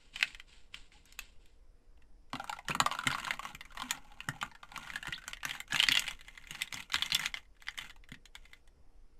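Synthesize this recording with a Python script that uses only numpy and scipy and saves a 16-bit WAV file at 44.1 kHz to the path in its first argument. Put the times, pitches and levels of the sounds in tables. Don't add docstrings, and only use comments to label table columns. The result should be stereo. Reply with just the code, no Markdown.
import sys
import numpy as np
from scipy import signal
from scipy.fft import rfft, irfft
from scipy.io import wavfile
from scipy.ndimage import uniform_filter1d

SR = 44100
rng = np.random.default_rng(int(sys.argv[2]) if len(sys.argv) > 2 else 0)


def how_loud(loudness_db):
    steps = np.asarray(loudness_db, float) / 20
    return 10 ** steps


def unload_audio(sound):
    columns = np.transpose(np.atleast_2d(sound))
    steps = np.round(np.clip(columns, -1, 1) * 32767)
    wavfile.write(sys.argv[1], SR, steps.astype(np.int16))


N = 405279

SPOON_IN_S, SPOON_OUT_S = 2.3, 7.42
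EDGES_HZ = 720, 1400, 4500
# (time [s], pitch [Hz])
COLUMN = [(0, 2570), (2.28, 2733), (2.32, 740), (2.75, 954), (3.5, 1100), (3.85, 1014), (4.0, 850),
          (4.6, 850), (5.0, 1335), (5.4, 1705), (6.052, 2068), (9.19, 2030)]


def evened(x):
    return x / np.sqrt(np.mean(x ** 2) + 1e-20)


def peaked(x):
    return x / abs(x).max()


def curve(points, hz):
    f, value = np.transpose(points)
    return np.interp(np.log(hz + 1), np.log(f + 1), value)


def add(mix, time_s, sound):
    part = mix[..., round(time_s * SR):][..., :sound.shape[-1]]
    part += sound[..., :part.shape[-1]]


def resonate(x, hz, width_hz):
    turn = np.exp(2j * np.pi * np.cumsum(hz) / SR)
    r = np.exp(-np.pi * width_hz / SR)
    return 2 * (turn * signal.lfilter([1 - r], [1, -r], x / turn)).real


def ring(modes, chance, detune, spread_db, size=3000):
    t = np.arange(size) / SR
    hz, db, t60_s = np.transpose(modes)[:, :, None]
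    shift, weight = chance[:len(hz), None], chance[-len(hz):, None]
    level = how_loud(db + spread_db * weight - 60 * t / t60_s)
    return (level * np.sin(2 * np.pi * hz * (1 + detune * shift) * t)).sum(0)


def struck(band, chance, detune, spread_db):
    # (pitch [Hz], level [dB])
    low = [(680, -9.5), (840, -24.5), (1020, 11), (1220, -17.5), (1420, 15)]
    # (pitch [Hz], level [dB])
    middle = [(1750, -30.5), (2100, 7), (2500, 3), (2900, 8), (3400, 2.5), (4000, -1.5), (4750, -4)]
    # (pitch [Hz], level [dB])
    high = [(5500, 28), (6500, 31.5), (7500, 25.5), (8700, -18), (10200, -8), (11900, 24), (13800, -5)]
    t60_cycles = (24, 17, 15)[band]
    modes = [(hz, db, t60_cycles / hz) for hz, db in (low, middle, high)[band]]
    edge = signal.butter(2, EDGES_HZ[band], "high", fs=SR, output="sos")
    return peaked(signal.sosfilt(edge, ring(modes, chance, detune, spread_db, size=1500)))


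def air():
    # (frequency [Hz], density [dB per Hz])
    spectrum = [(10, -0.5), (55, -17.5), (100, -32), (300, -37.5), (1400, -53), (4700, -64.5), (11600, -61),
                (12700, -82.5)]
    # (frequency [Hz], correlation [-1..1])
    likeness = [(60, -0.38), (240, -0.47), (950, 0.8), (3770, 0.59), (15000, -0.62)]
    # (pitch [Hz], level [dB])
    hum_tones = [(285.3, -84), (473.7, -82.5)]
    air_db = -51.5
    whine_hz, whine_width_hz, whine_peak_db = 5200, 760, 9
    frames, hz = N // 512 + 6, np.fft.rfftfreq(2048, 1 / SR)
    a, b, c, d, patches = rng.standard_normal((frames, 1025, 5)).T
    patches = evened(uniform_filter1d(uniform_filter1d(patches, 12, 0), 10, 1))
    whine_db = whine_peak_db * np.exp(-((hz - whine_hz) / whine_width_hz) ** 2)
    same = np.clip(curve(likeness, hz), -1, 1)[:, None]
    left = a + 1j * b
    z = np.array([left, same * left + np.sqrt(1 - same ** 2) * (c + 1j * d)])
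    z *= how_loud((curve(spectrum, hz) + whine_db)[:, None] + 1.6 * patches)
    hiss = signal.istft(z, nperseg=2048, noverlap=1536)[1][:, :N]
    t = np.arange(N) / SR
    hum = sum(how_loud(db) * np.sin(2 * np.pi * f * t) for f, db in hum_tones)
    return how_loud(air_db) * evened(hiss) + hum


def room(x):
    # (frequency [Hz], t60 [s])
    decay = [(250, 0.25), (1000, 0.12), (4000, 0.075), (12000, 0.08)]
    taps = np.zeros((2, 16000))
    at = np.arange(100, 15900, 20) + rng.integers(0, 20, (2, 790))
    np.put_along_axis(taps, at, rng.choice([-1., 1.], at.shape), 1)
    hz, t, z = signal.stft(taps, SR, nperseg=256)
    tail = signal.istft(z * how_loud(-60 * t / curve(decay, hz)[:, None]), SR, nperseg=256)[1]
    tail[1] = 0.65 * tail[0] + 1.04 * tail[1]
    return signal.fftconvolve(x[None], tail / np.linalg.norm(tail[0]), axes=1)[:, :N]


def jostling():
    # (start [s], length [s], level [dB])
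    swells = [
        (0.0, 0.068, -63),
        (0.144, 0.13, -48.5),
        (0.483, 0.088, -58.5),
        (0.743, 0.017, -50.5),
        (0.928, 0.027, -58),
        (1.06, 0.066, -61.5),
        (1.193, 0.029, -53.5),
        (1.403, 0.096, -69.5),
    ]
    # (start [s], length [s], level [dB])
    drags = [(2.344, 0.21, -56.5), (2.693, 0.017, -42), (2.803, 0.4, -50.5), (3.059, 0.28, -43.5),
             (3.434, 0.06, -45.5), (3.616, 0.17, -64.5), (3.77, 0.19, -49), (3.997, 0.24, -65),
             (4.23, 0.16, -59), (4.419, 0.043, -52), (4.632, 0.16, -65), (4.746, 0.24, -49.5),
             (5.032, .15, -53.5), (5.269, 0.036, -50), (5.462, 0.1, -43.5), (5.723, .08, -37),
             (5.827, .23, -43), (6.071, 0.058, -47.5), (6.247, 0.27, -60), (6.505, 0.14, -47.5),
             (6.731, 0.072, -42), (6.938, 0.045, -41), (7.009, 0.063, -41.5), (7.128, 0.13, -39),
             (7.356, 0.017, -49), (7.616, 0.16, -62), (7.782, 0.072, -46.5), (8.35, 0.22, -66.5)]
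    rise_db_per_s, fall_db_per_s, fizz_fall_db_per_s = 890.5, 348.5, 141.5
    still_db, stirred_db, calming_db = -100, -71, -86
    deep_db, deep_db_per_octave = -0.5, -7
    fizz_top_db, ice_top_db = -8.5, -9.5
    top_share = 0.87
    t = np.arange(0, N / SR, .004)
    start, length, db = np.transpose(swells + drags)[:, :, None]
    fall = np.where(start < SPOON_IN_S, fizz_fall_db_per_s, fall_db_per_s)
    surges_db = db - rise_db_per_s * np.maximum(start - t, 0) - fall * np.maximum(t - start - length, 0)
    rest_db = np.where(t < SPOON_IN_S, still_db, np.where(t < SPOON_OUT_S, stirred_db, calming_db))
    middle_db = np.maximum(surges_db.max(0), rest_db)
    column_hz = np.interp(t, *np.transpose(COLUMN))
    low_db = middle_db + deep_db + deep_db_per_octave * np.log2(column_hz / 1000)
    loudest_db = middle_db.max()
    ice_db = loudest_db + ice_top_db + top_share * (middle_db - loudest_db)
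    high_db = np.where(t < SPOON_IN_S, middle_db + fizz_top_db, ice_db)
    return t, low_db, middle_db, high_db


def thumps():
    # (time [s], peak [dB], pitch [Hz])
    blows = [(2.328, -39, 179), (2.688, -33, 172), (2.748, -39.5, 176), (2.801, -38, 175),
             (3.056, -34.5, 157), (3.534, -50, 45.8), (4.275, -39, 131), (4.42, -47.5, 201),
             (4.769, -51.5, 159), (5.071, -44.5, 45.8), (5.445, -51.5, 177), (5.723, -41.5, 156),
             (5.883, -40, 159), (6.498, -52, 171), (6.731, -51.5, 119), (6.942, -47, 99),
             (7.12, -45.5, 61.9), (8.109, -44, 182)]
    out, t = np.zeros(N), np.arange(1300) / SR
    for s, db, hz in blows:
        modes = [(hz, 0, .05), (165, -4, .06), (200, -5, .05), (250, -9, .04)]  # (Hz, dB, t60 s)
        push = rng.standard_normal(1300) * np.exp(-t / 0.0084)
        boom = signal.fftconvolve(ring(modes, rng.standard_normal(8), 0.076, 0.89, size=5000), push)
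        edge = signal.butter(2, .7 * min(hz, 165), "high", fs=SR, output="sos")
        add(out, s + 0.0082, how_loud(db + 4.0) * peaked(signal.sosfilt(edge, boom)))
    s, low_db = jostling()[:2]
    mutter_hz = np.full(N, 175.)
    mutter = resonate(resonate(rng.standard_normal(N), mutter_hz, 120), mutter_hz, 120)
    return out + how_loud(0.8 * np.interp(np.arange(N) / SR, s, low_db) - 22.0) * evened(mutter)


def gulps():
    # (time [s], level [dB], start pitch [Hz], end pitch [Hz], length [s])
    bubbles = [
        (2.706, -31, 2250, 2950, .02),
        (3.122, -39, 2500, 5500, .026),
        (5.13, -36, 2300, 4900, .022),
        (5.158, -41, 3200, 3800, .012),
        (3.822, -50, 245, 260, .06),
        (4.358, -49, 780, 880, .012),
        (.94, -67, 820, 860, .04),
    ]
    out = np.zeros(N)
    for s, db, start_hz, end_hz, length_s in bubbles:
        u = np.linspace(0, 1, round(length_s * SR))
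        phase = 2 * np.pi * np.cumsum(start_hz + (end_hz - start_hz) * u) / SR
        add(out, s, how_loud(db) * np.sin(phase) * np.sin(np.pi * u ** .7))
    return out


def blips():
    s, *levels_db = jostling()
    t, out = np.arange(N) / SR, np.zeros(N)
    for hz in np.geomspace(780, 4600, 16):
        u = np.arange(round(14 * SR / hz)) * hz / SR
        note = np.sin(2 * np.pi * u * (1 + 0.0066 * u)) * (1 - np.exp(-u / 0.54)) * np.exp(-u / 3.8)
        size = how_loud(1.21 * np.minimum(rng.exponential(1, N), 4))
        size = size * (rng.random(N) < 5 / SR) * (t > SPOON_IN_S)
        level_db = np.interp(t, s, levels_db[int(hz > EDGES_HZ[1])]) + 2.0
        out += signal.oaconvolve(size * how_loud(level_db), note)[:N]
    return out


def rattle():
    s, *levels_db = jostling()
    t, out = np.arange(N) / SR, np.zeros((3, 2, N))
    still = t < SPOON_IN_S
    jostle = np.clip((np.interp(t, s, levels_db[1]) + 93.5) / 25, .15, 1)
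    jostle[still] *= .35
    clumps_db = 4 * evened(uniform_filter1d(uniform_filter1d(rng.standard_normal(N), 200), 200))
    uneven_db = 3.5 * np.minimum(rng.exponential(1, N), 5) + clumps_db
    size = how_loud(jostle * uneven_db) * (rng.random(N) < 4000 / SR)
    size = size / np.sqrt(uniform_filter1d(size ** 2, 4000) + 1e-9)
    size = size + how_loud(-21.5) * rng.standard_normal(N)
    kind, sign = rng.integers(0, 8, N), rng.choice([-1., 1.], (2, N))
    for k in range(8):
        for band in range(3):
            tap = struck(band, rng.standard_normal(14), .06, 3)
            out[band] += signal.oaconvolve(size * (kind == k) * sign, tap[None], axes=1)[:, :N]
    thin = resonate(np.gradient(out[1], axis=1), np.full(N, 3600.), 2600)
    out[1] = np.where(still, thin, out[1])
    smallest = signal.butter(2, [6600, 8800], "band", fs=SR, output="sos")
    out[2] = np.where(still, signal.sosfilt(smallest, out[2]), out[2])
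    power = (out ** 2).mean(1, keepdims=True)
    slow = np.sqrt(uniform_filter1d(uniform_filter1d(power, 2500), 2500))
    return sum(how_loud(np.interp(t, s, db) - 6.0) * b / rms for db, b, rms in zip(levels_db, out, slow))


def knocks():
    # (time [s], peak [dB], ring [Hz], crack re peak [dB]), as in all tables here
    settling = [(0.14, -45, 2750, -26.5), (0.159, -23, 2680, -42.5), (0.227, -6.5, 2770, -28.5),
                (0.327, -49, 2720, -26), (0.347, -31.5, 2600, -25), (0.398, -30.5, 3030, -31),
                (0.743, -26.5, 2910, -37), (0.919, -47, 2300, -36), (1.055, -45, 1900, 2.5),
                (1.124, -37.5, 4200, -2), (1.19, -23, 3660, -7.5), (1.458, -49, 3470, -3),
                (1.974, -56, 740, -16), (2.02, -53, 1880, -20)]
    # (time [s], peak [dB], ring [Hz], crack [dB])
    stirring = [(2.331, -21, 1040, -26), (2.397, -24, 900, -28), (2.476, -40.5, 900, -13),
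                (2.495, -23, 900, -16), (2.527, -24.5, 1280, -19), (2.588, -30, 825, -24),
                (2.65, -43.5, 870, -19), (2.684, -19, 1800, -8), (2.749, -17, 1220, -10.5),
                (2.801, -7.5, 1254, -16.5), (2.861, -11.5, 1180, -21), (2.913, -19.5, 1100, -35.5),
                (2.988, -19.5, 1480, -20), (3.07, -11.5, 2980, -10.5), (3.114, -22.5, 1296, -30.5),
                (3.147, -20.5, 1140, -22.5), (3.248, -24.5, 3280, -14), (3.269, -25, 1540, -19.5),
                (3.307, -13, 2170, -18), (3.393, -22, 1190, -15), (3.451, -25, 1190, -11),
                (3.548, -29.5, 2350, -8.5), (3.608, -29, 2080, -19), (3.772, -27, 1000, -18),
                (3.799, -26, 1080, -24), (3.819, -21.5, 1050, -20), (3.894, -31.5, 2870, -27),
                (3.908, -12, 3370, -4.5)]
    # (time [s], peak [dB], ring [Hz], crack [dB])
    circling = [ (4.204, -25, 2850, -19), (4.287, -17, 1930, -7), (4.413, -26, 3130, -43),
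                (4.427, -17, 1200, -15.5), (4.514, -42, 1980, -53), (4.55, -38.5, 1670, -23),
                (4.63, -32.5, 1120, -41), (4.718, -33.5, 1030, -20), (4.776, -24.5, 1270, -7),
                (4.901, -26.5, 2030, -32), (4.957, -23, 1730, -18.5), (5.027, -27, 1680, -15.5),
                (5.07, -23.5, 1940, -21.5), (5.124, -23.5, 2800, -30), (5.239, -35.5, 1640, -20),
                (5.279, -22.5, 1440, -2), (5.332, -24, 2700, -21), (5.37, -35, 2060, -17),
                (5.405, -44.5, 2520, -35.5), (5.451, -17.5, 1780, -9), (5.493, -27, 2920, -18),
                (5.509, -20, 3280, -19.5), (5.602, -21.5, 2130, -10)]
    # (time [s], peak [dB], ring [Hz], crack [dB])
    shoving = [(5.707, -35.5, 1776, -29), (5.722, -19.5, 1614, -36), (5.76, -12, 3500, -16),
               (5.8, -8, 3000, -23), (5.836, -11, 3170, -23.5), (5.857, -37, 3100, -24.5),
               (5.886, -6.5, 4560, -62.5), (5.919, -11.5, 3360, -10.5), (5.942, -17.5, 3200, -21.5),
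               (5.984, -33, 2970, -1.5), (5.994, -12, 3320, 0), (6.022, -23.5, 2130, -16.5),
               (6.084, -23, 2920, -14), (6.109, -25.5, 2100, -9.5)]
    # (time [s], peak [dB], ring [Hz], crack [dB])
    lifting = [(6.209, -35.5, 3000, -14), (6.282, -34, 2210, -16), (6.375, -33.5, 2200, -16),
               (6.471, -33.5, 2200, -11), (6.508, -26, 3000, -4), (6.548, -30, 2830, -30),
               (6.619, -14.5, 3500, -7.5), (6.725, -23, 2070, -14), (6.742, -22, 2060, -3),
               (6.92, -24.5, 3640, -26.5), (6.942, -9.5, 3230, -51.5), (7.007, -36, 2040, -24),
               (7.023, -14.5, 3570, -16), (7.06, -25, 3530, -2.5), (7.12, -13.5, 4080, -55),
               (7.147, -11.5, 2100, 7.5), (7.194, -21, 2060, -8), (7.259, -11.5, 3700, -12.5),
               (7.341, -20.5, 2160, -41)]
    # (time [s], peak [dB], ring [Hz], crack [dB])
    crowded = [(2.353, -25.5, 890, -22), (2.442, -27, 1330, -10), (2.95, -22.5, 1326, -15),
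               (5.73, -22, 1767, 4.5), (5.745, -16, 1837, -18.5), (5.792, -16, 3450, -28),
               (7.621, -36.5, 1940, -12), (5.867, -22.5, 3300, -17.5), (5.971, -10, 2890, -30.5),
               (6.934, -24.5, 2230, -5), (6.957, -14.5, 3410, -16)]
    # (time [s], peak [dB], ring [Hz], crack [dB])
    drifting = [(7.671, -29.5, 3250, -40), (7.684, -20.5, 2020, -46.5), (7.776, -28.5, 2180, -6.5),
                (7.819, -35, 2070, -16), (7.896, -35.5, 1980, -23), (7.961, -44, 970, -12),
                (8.038, -43.5, 2010, -40), (8.088, -41.5, 1840, -13), (8.118, -33, 2140, -14),
                (8.142, -35.5, 2830, -37), (8.255, -36.5, 3280, -8.5), (8.352, -29, 2080, -15),
                (8.453, -43.5, 2120, -18.5), (8.532, -37, 2130, -15), (8.675, -49, 1920, -10)]
    # (time [s], peak [dB], ring
    # [Hz], crack [dB])
    nudges = [(0.174, -38, 3610, -28), (0.197, -30, 2640, -22), (0.209, -20, 2800, -22),
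              (0.276, -36, 3380, -22), (0.305, -41, 2690, -27), (0.528, -49, 3230, -24),
              (2.566, -36.5, 821, -29), (2.699, -25, 1400, -11), (2.707, -23, 1330, -18),
              (2.815, -27, 1200, -26), (2.923, -25.5, 1050, -15), (2.936, -30, 1020, -24),
              (3.012, -32.5, 1310, -22), (3.036, -27.5, 1350, -17), (3.074, -21, 1430, -28),
              (3.103, -20.5, 1440, -18), (3.126, -24.5, 1300, -22), (3.183, -23.5, 1340, -17),
              (3.199, -24, 1770, -14), (3.277, -24.5, 1010, -25), (3.333, -39, 3320, -22),
              (3.429, -33.5, 1280, -15), (3.652, -40, 2220, -10), (3.705, -45, 1400, -20),
              (3.72, -43, 1540, -15), (3.749, -37.5, 1050, -9), (3.973, -37, 860, -19),
              (4.046, -48, 850, -17), (4.105, -52, 830, -20), (4.118, -42.5, 834, -19),
              (4.172, -47, 926, -20), (4.336, -43, 785, -18), (4.361, -43, 760, -20),
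              (4.689, -47, 920, -22), (4.76, -26.5, 2620, -24), (4.83, -39, 2140, -33),
              (4.849, -40, 2140, -20), (4.872, -32.5, 1570, -22), (4.935, -28.5, 1720, -18),
              (5.054, -30, 1830, -25), (5.081, -27.5, 1480, -17), (5.178, -37, 1520, -22),
              (5.218, -41.5, 1500, -18), (5.431, -26.5, 1780, -24), (5.551, -29.5, 1720, -18),
              (5.678, -40.5, 1510, -12)]
    # (time [s], peak [dB], ring [Hz], crack [dB])
    further = [(5.8064, -21.5, 4160, -13.5), (5.8174, -27.5, 3480, -18), (5.8274, -11.5, 3130, -15.5),
               (5.9124, -14.5, 3400, -24.5), (5.9234, -16, 3120, -21), (5.9514, -11, 2950, -17.5),
               (6.0417, -34, 2030, -12.5), (6.0666, -27.5, 2980, -16.5), (6.0784, -22, 2680, -21.5),
               (6.1908, -44.5, 2080, -14.5), (6.2477, -46, 2530, -18), (6.3505, -44, 2030, -18),
               (6.4393, -41, 2090, -16), (6.5685, -41, 2020, -21), (6.5854, -44, 2060, -20),
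               (6.6104, -26.5, 2090, -25), (6.6354, -42, 2920, -32), (6.6747, -36.5, 3500, -18),
               (6.7715, -29, 2110, -14), (6.7994, -38, 2730, -13), (6.8249, -35.5, 3760, -13),
               (6.8987, -36.5, 1550, -15), (6.9844, -25.5, 1980, -17.5), (7.0913, -40.5, 3610, -20),
               (7.1033, -21.5, 4100, -29.5), (7.1284, -21, 3150, -20.5), (7.1504, -10, 3600, -22),
               (7.1634, -24, 3250, -19), (7.2024, -28.5, 1900, -15.5), (7.2114, -29, 1870, -18),
               (7.2214, -29, 2010, -20), (7.2364, -25.5, 1960, -19), (7.2534, -26, 1860, -30),
               (7.2714, -29, 1830, -17.5), (7.3711, -27.5, 1930, -24), (7.4535, -57, 2090, -20),
               (7.5494, -61, 1940, -16), (7.5657, -55, 1800, -18), (7.6041, -50, 3110, -13),
               (7.7074, -42, 2000, -9), (7.7438, -43, 2080, -18), (7.7862, -24, 2000, -16),
               (7.8436, -37, 1500, -18), (7.9059, -38.5, 1810, -18)]
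    crunch_s, dry_crunch_s = .0054, 0.0041
    crack_s = 0.0084
    own_t60_cycles = 15.8
    middle_gain_db, crack_gain_db = 1.5, 12
    out, t = np.zeros((2, N)), np.arange(1500) / SR
    times, deep_db, middle_db, _ = jostling()
    contacts = [*settling, *stirring, *circling, *shoving, *lifting, *crowded, *drifting, *nudges, *further]
    for s, db, hz, crack_db in contacts:
        modes, taps = rng.standard_normal((2, 4, 14)), rng.standard_normal((2, 1500))
        lumpy = how_loud(3.3 * evened(uniform_filter1d(rng.standard_normal(1500), 50)))
        crunch = lumpy * np.exp(-t / (crunch_s if s > SPOON_IN_S else dry_crunch_s))
        sharp = how_loud(0.26 * db + 20.5) * np.exp(-t / .0008)
        chatter = taps * (1 - np.exp(-t / 0.00064)) * (crunch + sharp)
        low_db = -5.5 + 1.9 * np.interp(s, times, deep_db - middle_db) - 3 * np.log2(hz / 1000)
        for way in range(2):
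            body = peaked(ring([(hz, 0, own_t60_cycles / hz)], modes[way, 0], .01, 1.5, size=1500))
            body += how_loud(middle_gain_db) * struck(1, modes[way, 1], .04, 4)
            body += how_loud(low_db) * struck(0, modes[way, 2], 0.04, 6.6)
            crack = how_loud(crack_db + crack_gain_db) * struck(2, modes[way, 3], .04, 4)
            crack = signal.fftconvolve(crack, chatter[way] * np.exp(-t / crack_s))
            knock = signal.fftconvolve(body, chatter[way]) + crack
            add(out[way], s, how_loud(db - 2.5) * peaked(knock))
    return out


def scene():
    # (time [s], pitch [Hz])
    second = [(2.3, 1400), (2.75, 1340), (3.5, 1330), (4.0, 1300), (5.2, 1500), (5.7, 1550), (6.0, 2900),
              (9.19, 3100)]
    # (time [s], pitch [Hz])
    third = [(2.3, 1950), (3.0, 1885), (4.5, 1830), (5.6, 1910), (5.9, 3375), (9.19, 3517)]
    # (frequency [Hz], side re mid [dB])
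    wide = [(60, 13.5), (180, -3.5), (550, 1.5), (1650, -29), (4970, -3), (15000, -8.5)]
    # (note, level dB, width Hz, sounding from s)
    column = [(COLUMN, -2, 30, 0), (second, -4.5, 31, SPOON_IN_S), (third, 0.5, 100, SPOON_IN_S)]
    small = signal.butter(4, [620, 13500], "band", fs=SR, output="sos")
    front, sideways = signal.sosfilt(small, knocks() + rattle())
    t = np.arange(N) / SR
    front = front + sum(how_loud(db) * (t > from_s) * resonate(front, np.interp(t, *np.transpose(note)), width_hz)
                        for note, db, width_hz, from_s in column)
    table = thumps()
    front = front + gulps() + blips() + table
    hz = np.fft.rfftfreq(N, 1 / SR)
    sideways = irfft(rfft(sideways) * how_loud(curve(wide, hz) - 3.0), N) + how_loud(-11.0) * np.roll(table, 90)
    lag_s = np.array([[.35], [-.35]]) / SR
    ports = irfft(rfft(front) * np.exp(-2j * np.pi * hz * lag_s), N) * how_loud([[.3], [-.3]])
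    return ports + sideways * np.array([[1], [-1]]) + how_loud(-9.5) * room(front) + air()


def top_cut(x):
    return signal.sosfilt(signal.butter(12, 16680, fs=SR, output="sos"), x)


def record(dry):
    return top_cut(dry)


dry = scene()
out = record(dry)
unload_audio(out)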